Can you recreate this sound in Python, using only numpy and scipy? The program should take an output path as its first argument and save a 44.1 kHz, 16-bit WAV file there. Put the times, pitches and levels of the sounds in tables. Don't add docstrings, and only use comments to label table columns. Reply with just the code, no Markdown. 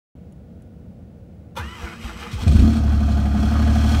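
import sys
import numpy as np
from scipy import signal
from scipy.fft import rfft, irfft
from scipy.io import wavfile
from scipy.ndimage import uniform_filter1d

SR = 44100
rng = np.random.default_rng(int(sys.argv[2]) if len(sys.argv) > 2 else 0)


def wav_record(signal):
    frames = np.transpose(np.atleast_2d(signal))
    bounded = np.clip(frames, -1, 1)
    quanta = np.round(bounded * 32767).astype(np.int16)
    wavfile.write(sys.argv[1], SR, quanta)


N = 176400
STARTER_S, CATCH_S, RELEASE_S = 1.562, 2.31, 2.435


def undb(db):
    return 10 ** (np.asarray(db) / 20)


def unit(x):
    return x / np.sqrt(np.mean(x ** 2))


def clock():
    return np.arange(N) / SR


def curve(table, column=1):
    rows = np.array(table, float)
    return np.interp(clock(), rows[:, 0], rows[:, column])


def after(start_s, fade_s=0.008):
    return np.clip((clock() - start_s) / fade_s, 0, 1)


def noise():
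    return rng.standard_normal(N)


def walk(rate_hz):
    hold = int(SR / rate_hz)
    steps = np.repeat(noise()[:N // hold + 1], hold)
    return unit(uniform_filter1d(uniform_filter1d(steps, hold), hold)[:N])


def colour(x, spectrum):
    hz, db = np.array(sorted(spectrum), float).T
    bins_hz = np.arange(N // 2 + 1) * SR / N
    gain = undb(np.interp(np.log(bins_hz + 1), np.log(hz), db))
    return unit(irfft(rfft(x) * gain, N))


def ring(x, hz, width_hz):
    return signal.lfilter(*signal.iirpeak(hz, hz / width_hz, fs=SR), x)


def grit(grain_db):
    return unit(noise() * undb(grain_db * walk(900)))


def envelope(table, decay_s, rise_s):
    return sum(undb(db) * after(s, rise_s) * np.exp(-np.maximum(clock() - s, 0) / decay_s)
               for s, db in table)


def blows(phase, pattern_db, decay_s, scatter_db):
    step = np.floor(phase).astype(int)
    at = np.flatnonzero(np.diff(step) > 0)
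    size_db = np.array(pattern_db)[step[at + 1] % len(pattern_db)]
    hits = np.zeros(N)
    hits[at] = undb(size_db + scatter_db * noise()[:len(at)])
    return signal.lfilter([1], [1, -np.exp(-1 / (decay_s * SR))], hits)


def partials(cycles, table, waver_db):
    return unit(sum(undb(db + waver_db * walk(8.07)) * np.sin(2 * np.pi * (k * cycles + rng.random()))
                    for k, db in table))


# (frequency [Hz], gain [dB])
RUMBLE_SPECTRUM = [(22, -45), (32, -24), (41, -15), (52, -6.5), (81, 3), (139, -6.5), (183, -0.5),
                   (381, -19.5), (486, -16.5), (692, -23.5), (1040, -39), (1440, -37.5), (1560, -41.5),
                   (2000, -42), (4890, -52), (14500, -59.5)]
# (frequency [Hz], level [dB])
IGNITION_TONES = [(485, -62.5), (1464, -81), (15612, -88)]
# (time [s], level [dB])
DASH_TICKS = [(0.323, -54), (0.621, -54)]
# (frequency [Hz], gain [dB])
TICK_SPECTRUM = [(1500, -30), (3000, 4), (4500, -25), (7400, 3), (8300, -7), (10800, 2), (13000, -16)]
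def cab():
    tones = sum(undb(db + walk(10)) * np.sqrt(2) * np.sin(2 * np.pi * hz * clock())
                for hz, db in IGNITION_TONES)
    rumble = undb(-40.5) * colour(noise(), RUMBLE_SPECTRUM)
    ticks = envelope(DASH_TICKS, decay_s=.0034, rise_s=.0012) * colour(noise(), TICK_SPECTRUM)
    return rumble + tones + ticks


# (frequency [Hz], gain [dB])
BLOCK_MODES = [(856, 8), (985, -4), (1109, -6), (1212, -8.5), (1385, 6), (1497, -5), (1742, 3), (2039, -11),
               (2462, 7.5), (2676, -1), (3783, 8), (7860, 13)]
def block(x, ring_db, echo_db, cab_decay_s=.012):
    rung = x + undb(ring_db) * sum(undb(db) * ring(x, hz, width_hz=6.2) for hz, db in BLOCK_MODES)
    cab_response = noise() * np.exp(-clock() / cab_decay_s)
    echoes = signal.fftconvolve(rung, cab_response)[:N]
    return unit(unit(rung) + undb(echo_db) * unit(echoes))


# (time [s], level [dB])
PINION_CLACKS = [(1.553, -41.5), (1.563, -31.5), (1.569, -32), (1.581, -42)]
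# (frequency [Hz], gain [dB])
CLACK_SPECTRUM = [(200, -23), (400, -7.5), (600, -4), (780, -16), (950, 2.5), (1450, -4), (1700, -11.5),
                  (3700, -12.5), (4800, -22), (5800, -15.5), (7000, -25.5), (12000, -26), (15600, -34)]
def pinion():
    ringing = colour(block(noise(), ring_db=2.5, echo_db=-1.5), CLACK_SPECTRUM)
    return envelope(PINION_CLACKS, decay_s=.024, rise_s=.0033) * ringing


# (time [s], tooth rate [Hz])
MESH_RATE = [(1.57, 1100), (1.61, 1600), (1.64, 1840), (1.69, 1970), (1.75, 2050), (1.80, 1760),
             (1.84, 1610), (1.88, 1470), (1.925, 1480), (1.98, 1770), (2.03, 2200), (2.075, 1720),
             (2.11, 1600), (2.17, 2130), (2.22, 2150), (2.28, 1550), (2.34, 2250), (2.42, 2616)]
# (multiple of the tooth rate, level [dB])
MESH_ORDERS = [(.5, -1), (2 / 3, -4), (0.99, 3.4), (1.5, 4.7), (2.2, -9)]
# (frequency [Hz], gain [dB])
BULKHEAD = [(600, -18), (850, 4), (1500, 7), (2500, -0.5), (3300, -3), (3900, -14), (5000, -33.5)]
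# (time [s], grind level [dB], scrape level [dB])
CRANKING_LEVELS = [(1.57, -40, -45), (1.62, -39, -49.5), (1.69, -46, -47), (1.75, -42.5, -47.5),
                   (1.79, -47, -45.5), (1.85, -37, -43.5), (1.93, -38.5, -48), (1.98, -53, -49.5),
                   (2.04, -43.5, -41), (2.1, -37.5, -44), (2.155, -44.5, -48), (2.21, -38.5, -41),
                   (2.26, -36, -44.5), (2.3, -41, -46.5), (2.365, -46.5, -45), (2.42, -41, -47)]
# (frequency [Hz], gain [dB])
GRIND_SPECTRUM = [(190, -41), (330, 1.5), (420, -9), (477, 2), (538, -14), (854, -7), (928, -17),
                  (1010, -2.5), (1430, -4.5), (2150, -8.5), (3000, -19.5), (3900, -29), (6600, -120)]
SCRAPE_SPECTRUM = [(1650, -12), (2800, 1), (3280, -2), (3500, -6), (4870, -8.5), (5960, -9), (7230, -17),
                   (8050, -12.5), (10400, -22), (12000, -20), (15600, -29)]
def starter(hum_hz=224.6, hum_width_hz=11.4, whine_fade_db_per_s=13):
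    cranked_s = np.clip(clock() - STARTER_S, 0, 1)
    jitter = (.004 + .022 * cranked_s) * walk(250)
    mesh = np.cumsum(curve(MESH_RATE) * (1 + jitter)) / SR
    teeth = grit(2.2) * (1 + .5 * np.sin(2 * np.pi * mesh))
    whine = partials(mesh, MESH_ORDERS, waver_db=2.5) * undb(3 * walk(70))
    whine = colour(block(whine, ring_db=-8, echo_db=-6), BULKHEAD)
    grind = colour(block(teeth, ring_db=2, echo_db=-4.5), GRIND_SPECTRUM)
    scrape = colour(block(grit(2), ring_db=0, echo_db=-3.5), SCRAPE_SPECTRUM)
    hum = unit(ring(ring(noise(), hum_hz, hum_width_hz), hum_hz, hum_width_hz))
    engaged = after(STARTER_S, fade_s=.02) * (1 - after(RELEASE_S, fade_s=.093))
    return engaged * (whine * undb(-39.5 - whine_fade_db_per_s * cranked_s)
                      + grind * undb(curve(CRANKING_LEVELS, column=1))
                      + scrape * undb(curve(CRANKING_LEVELS, column=2))
                      + hum * undb(-46))


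# (peak time [s], half-length [s], level [dB])
COMPRESSION_LOADS = [(1.833, 0.036, -42), (2.058, 0.023, -47), (2.224, 0.036, -46.5), (2.411, 0.028, -39)]
# (frequency [Hz], gain [dB])
GROWL_SPECTRUM = [(200, -18), (300, -6), (470, 6), (600, -8), (850, 12), (1050, -2.5), (1400, -3),
                  (2500, -27)]
def growl():
    load = sum(undb(db) * np.exp(-((clock() - s) / half_s) ** 2) for s, half_s, db in COMPRESSION_LOADS)
    return load * colour(grit(1.7), GROWL_SPECTRUM)


# (time [s], relative level [dB], opening pitch [Hz], final pitch [Hz], decay [s])
HEAVY_STROKES = [(1.586, -22, 140, 69, 0.041), (1.83, -19, 73, 58, 0.013),
                 (2.042, -18.5, 62.5, 58.3, 0.014), (2.093, -30, 65.8, 55.8, 0.051),
                 (2.2, -31.5, 90.2, 62.6, 0.034), (2.326, -19, 197, 52.5, 0.043),
                 (2.413, -16, 106, 73, 0.017), (2.46, -3, 133, 64.7, 0.038), (2.546, 3, 83.3, 70.5, 0.012),
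                 (2.585, 1.5, 66.3, 63, 0.011), (2.618, 3, 70, 64.4, 0.0093)]
def strokes(rise_s=.007, sag_s=.0184, air_hz=222, air_decay_s=.011):
    out = 0
    for s, db, first_hz, final_hz, decay_s in HEAVY_STROKES:
        age = np.maximum(clock() - s, 0)
        cycles = final_hz * age + (first_hz - final_hz) * sag_s * (1 - np.exp(-age / sag_s))
        swell = (1 - np.exp(-(age / rise_s) ** 2)) / (1 + (age / (2 * decay_s)) ** 4)
        thump = np.sin(2 * np.pi * cycles) * swell
        air = np.sin(2 * np.pi * air_hz * age) * (1 - np.exp(-age / rise_s)) * np.exp(-age / air_decay_s)
        out -= undb(db) * (.63 * thump + undb(-7.5) * air)
    return out


# (time [s], level [dB])
FIRST_CRACKS = [(2.32, -43), (2.34, -43), (2.406, -42), (2.428, -40.5), (2.478, -35), (2.52, -34.5),
                (2.56, -35), (2.592, -36.5), (2.732, -43), (2.767, -40)]
# (frequency [Hz], gain [dB])
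CRACK_SPECTRUM = [(1000, -24), (2500, 1.5), (3700, 0.5), (4900, -6), (6000, -6), (7200, -12), (8700, -3.5),
                  (10200, -21), (15600, -30)]
def cracks():
    rattle = colour(block(grit(3.5), ring_db=7, echo_db=-16), CRACK_SPECTRUM)
    return envelope(FIRST_CRACKS, decay_s=.015, rise_s=.0023) * rattle


# (frequency [Hz], level [dB])
KNOCK_TONES = [(583, -8), (686, -2), (712, -3.5), (850, -9)]
# (frequency [Hz], gain [dB])
KNOCK_SPECTRUM = [(300, -8.5), (400, -8), (520, -12), (580, -11.5), (640, -9), (685, 2.5), (725, -6),
                  (760, -2), (850, -20), (1000, -32), (1500, -56)]
KNOCK_PATTERN = [5.5, -5.5]
def knocks(turns, floor=.39, smear_s=.018):
    wandering_time = np.cumsum(1 + .014 * walk(120)) / SR
    tone = partials(wandering_time, KNOCK_TONES, waver_db=1.5)
    body = tone + undb(1.5) * colour(noise(), KNOCK_SPECTRUM)
    strikes = blows(2 * turns, KNOCK_PATTERN, decay_s=.011, scatter_db=1.5)
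    return unit(body * (floor + uniform_filter1d(strikes, size=int(smear_s * SR))))


# (time [s], knock level [dB], clatter level [dB], injector hiss level [dB])
METAL_LEVELS = [(2.3, -60, -50, -46), (2.335, -56, -51, -40), (2.375, -59, -56, -53), (2.42, -43, -46, -39),
                (2.455, -42.5, -45, -46.5), (2.48, -38.5, -45, -41), (2.58, -40.5, -38, -41),
                (2.76, -38, -42.5, -43.5), (2.83, -41, -42.5, -48), (3.13, -40, -40.5, -45),
                (3.31, -36, -41.5, -48), (3.43, -36, -40, -41.5), (3.58, -35.5, -36.5, -43),
                (3.66, -35, -37, -42), (3.93, -35, -36.5, -37.5), (4.0, -31, -33.5, -37.5)]
# (frequency [Hz], gain [dB])
CLATTER_SPECTRUM = [(500, -24), (850, -2.5), (1100, -2), (1280, 1), (1580, -2.5), (1800, -5.5), (2100, -9),
                    (2500, -8), (3000, -9), (3900, -20), (6600, -70)]
INJECTOR_SPECTRUM = [(1500, -31), (2200, -12), (2500, -1.5), (2900, -12), (3280, 3), (3550, -4),
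                     (4220, -3.5), (4870, -11.5), (5620, -8), (7390, -14.5), (8970, -16), (10500, -23.5),
                     (11700, -20), (14100, -25), (15600, -26)]
def metal(turns, firing):
    clatter = colour(block(grit(4) * (firing + .75), ring_db=-13, echo_db=1), CLATTER_SPECTRUM)
    hiss = colour(block(grit(1.04) * (firing + 1), ring_db=-26, echo_db=-5), INJECTOR_SPECTRUM)
    return (knocks(turns) * undb(curve(METAL_LEVELS, column=1))
            + clatter * undb(curve(METAL_LEVELS, column=2))
            + hiss * undb(curve(METAL_LEVELS, column=3)))


# (time [s], level [dB])
HARD_FIRINGS = [(2.566, -36), (2.767, -34), (2.877, -37), (3.523, -33), (3.595, -35), (3.678, -33),
                (3.846, -31.5)]
def clanks():
    return envelope(HARD_FIRINGS, decay_s=.0068, rise_s=.00099) * colour(noise(), CLATTER_SPECTRUM)


# (time [s], level [dB])
ROAR_LEVEL = [(2.31, -47), (2.35, -47), (2.39, -47), (2.42, -31.5), (2.46, -27), (2.55, -25.5), (2.64, -23),
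              (2.7, -32), (2.78, -40), (2.84, -58), (3.0, -67)]
# (frequency [Hz], gain [dB])
ROAR_SPECTRUM = [(40, -3), (100, -6), (180, 1), (250, 6.5), (300, -4), (360, -5), (420, -15.5), (580, -15),
                 (800, -36), (1500, -64)]
def roar(firing):
    return colour(noise() * (firing + .75), ROAR_SPECTRUM) * undb(curve(ROAR_LEVEL))


# (multiple of the crank rate, level [dB])
BOOM_PARTIALS = [(3, -20), (5, -20), (6, -0.5), (7, -18), (8, -15.5), (9, -10.5), (10, -33), (12, -18)]
DRONE_PARTIALS = [(14, -20), (15, -9.5), (17, -3), (18, 4.5), (19, -7), (20, -13), (21, -6.5), (22, -8.5),
                  (24, -15.5), (25, -9.5), (29, -22.5)]
# (frequency [Hz], gain [dB])
SHAKE_SPECTRUM = [(20, -33), (35, -15), (55, 11), (85, -1), (130, -9), (170, 1), (230, -10), (300, -9),
                  (380, -15), (600, -15), (1200, -75)]
# (time [s], level [dB])
BOOM_LEVEL = [(2.55, -38), (2.66, -12), (2.75, -21), (2.83, -16.5), (3.15, -17.5), (3.37, -18), (3.6, -17),
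              (4.0, -16)]
DRONE_LEVEL = [(2.42, -44), (2.5, -22), (2.59, -28), (2.65, -12), (2.7, -20.5), (2.77, -20), (2.82, -25.5),
               (3.15, -24.5), (3.3, -25), (3.41, -18.5), (3.48, -22.5), (3.75, -22), (3.95, -22),
               (4.0, -27)]
def vibration(turns, firing):
    shake = undb(-16.5) * colour(noise() * (firing + .75), SHAKE_SPECTRUM)
    boom = partials(turns, BOOM_PARTIALS, waver_db=.97) + shake
    drone = partials(turns, DRONE_PARTIALS, waver_db=.97)
    return boom * undb(curve(BOOM_LEVEL)) + drone * undb(curve(DRONE_LEVEL))


# (time [s], speed [rpm])
CRANK_SPEED = [(2.3, 244.6), (2.45, 430.5), (2.56, 551.7), (2.63, 677.6), (2.69, 757), (2.77, 752),
               (2.83, 721.4), (3.09, 720.6), (3.18, 704.7), (3.42, 701.6), (3.5, 736), (3.89, 733),
               (4.0, 765)]
CYLINDER_LEVELS = [-1.5, -5, -9, -3, -3.5, -3.5]
def engine(cylinders=6, strong_knock_s=3.256):
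    turns = np.cumsum(curve(CRANK_SPEED)) / SR / 60
    turns -= np.interp(strong_knock_s, clock(), turns)
    firing = blows(turns * cylinders / 2, CYLINDER_LEVELS, decay_s=.011, scatter_db=1)
    return (vibration(turns, firing) + roar(firing) + metal(turns, firing)) * after(CATCH_S)


def scene():
    return (cab() + pinion() + starter() + growl() + strokes() + cracks() + clanks() + engine())[None]


def record(dry, opens_s=.152, low_cut_hz=28, top_hz=15750):
    low_cut = signal.butter(8, low_cut_hz, "high", fs=SR, output="sos")
    high_cut = signal.ellip(10, .2, 80, top_hz, fs=SR, output="sos")
    heard = signal.sosfiltfilt(low_cut, dry) * after(opens_s, fade_s=.001)
    return signal.sosfilt(high_cut, heard)


dry = scene()
out = record(dry)
wav_record(out)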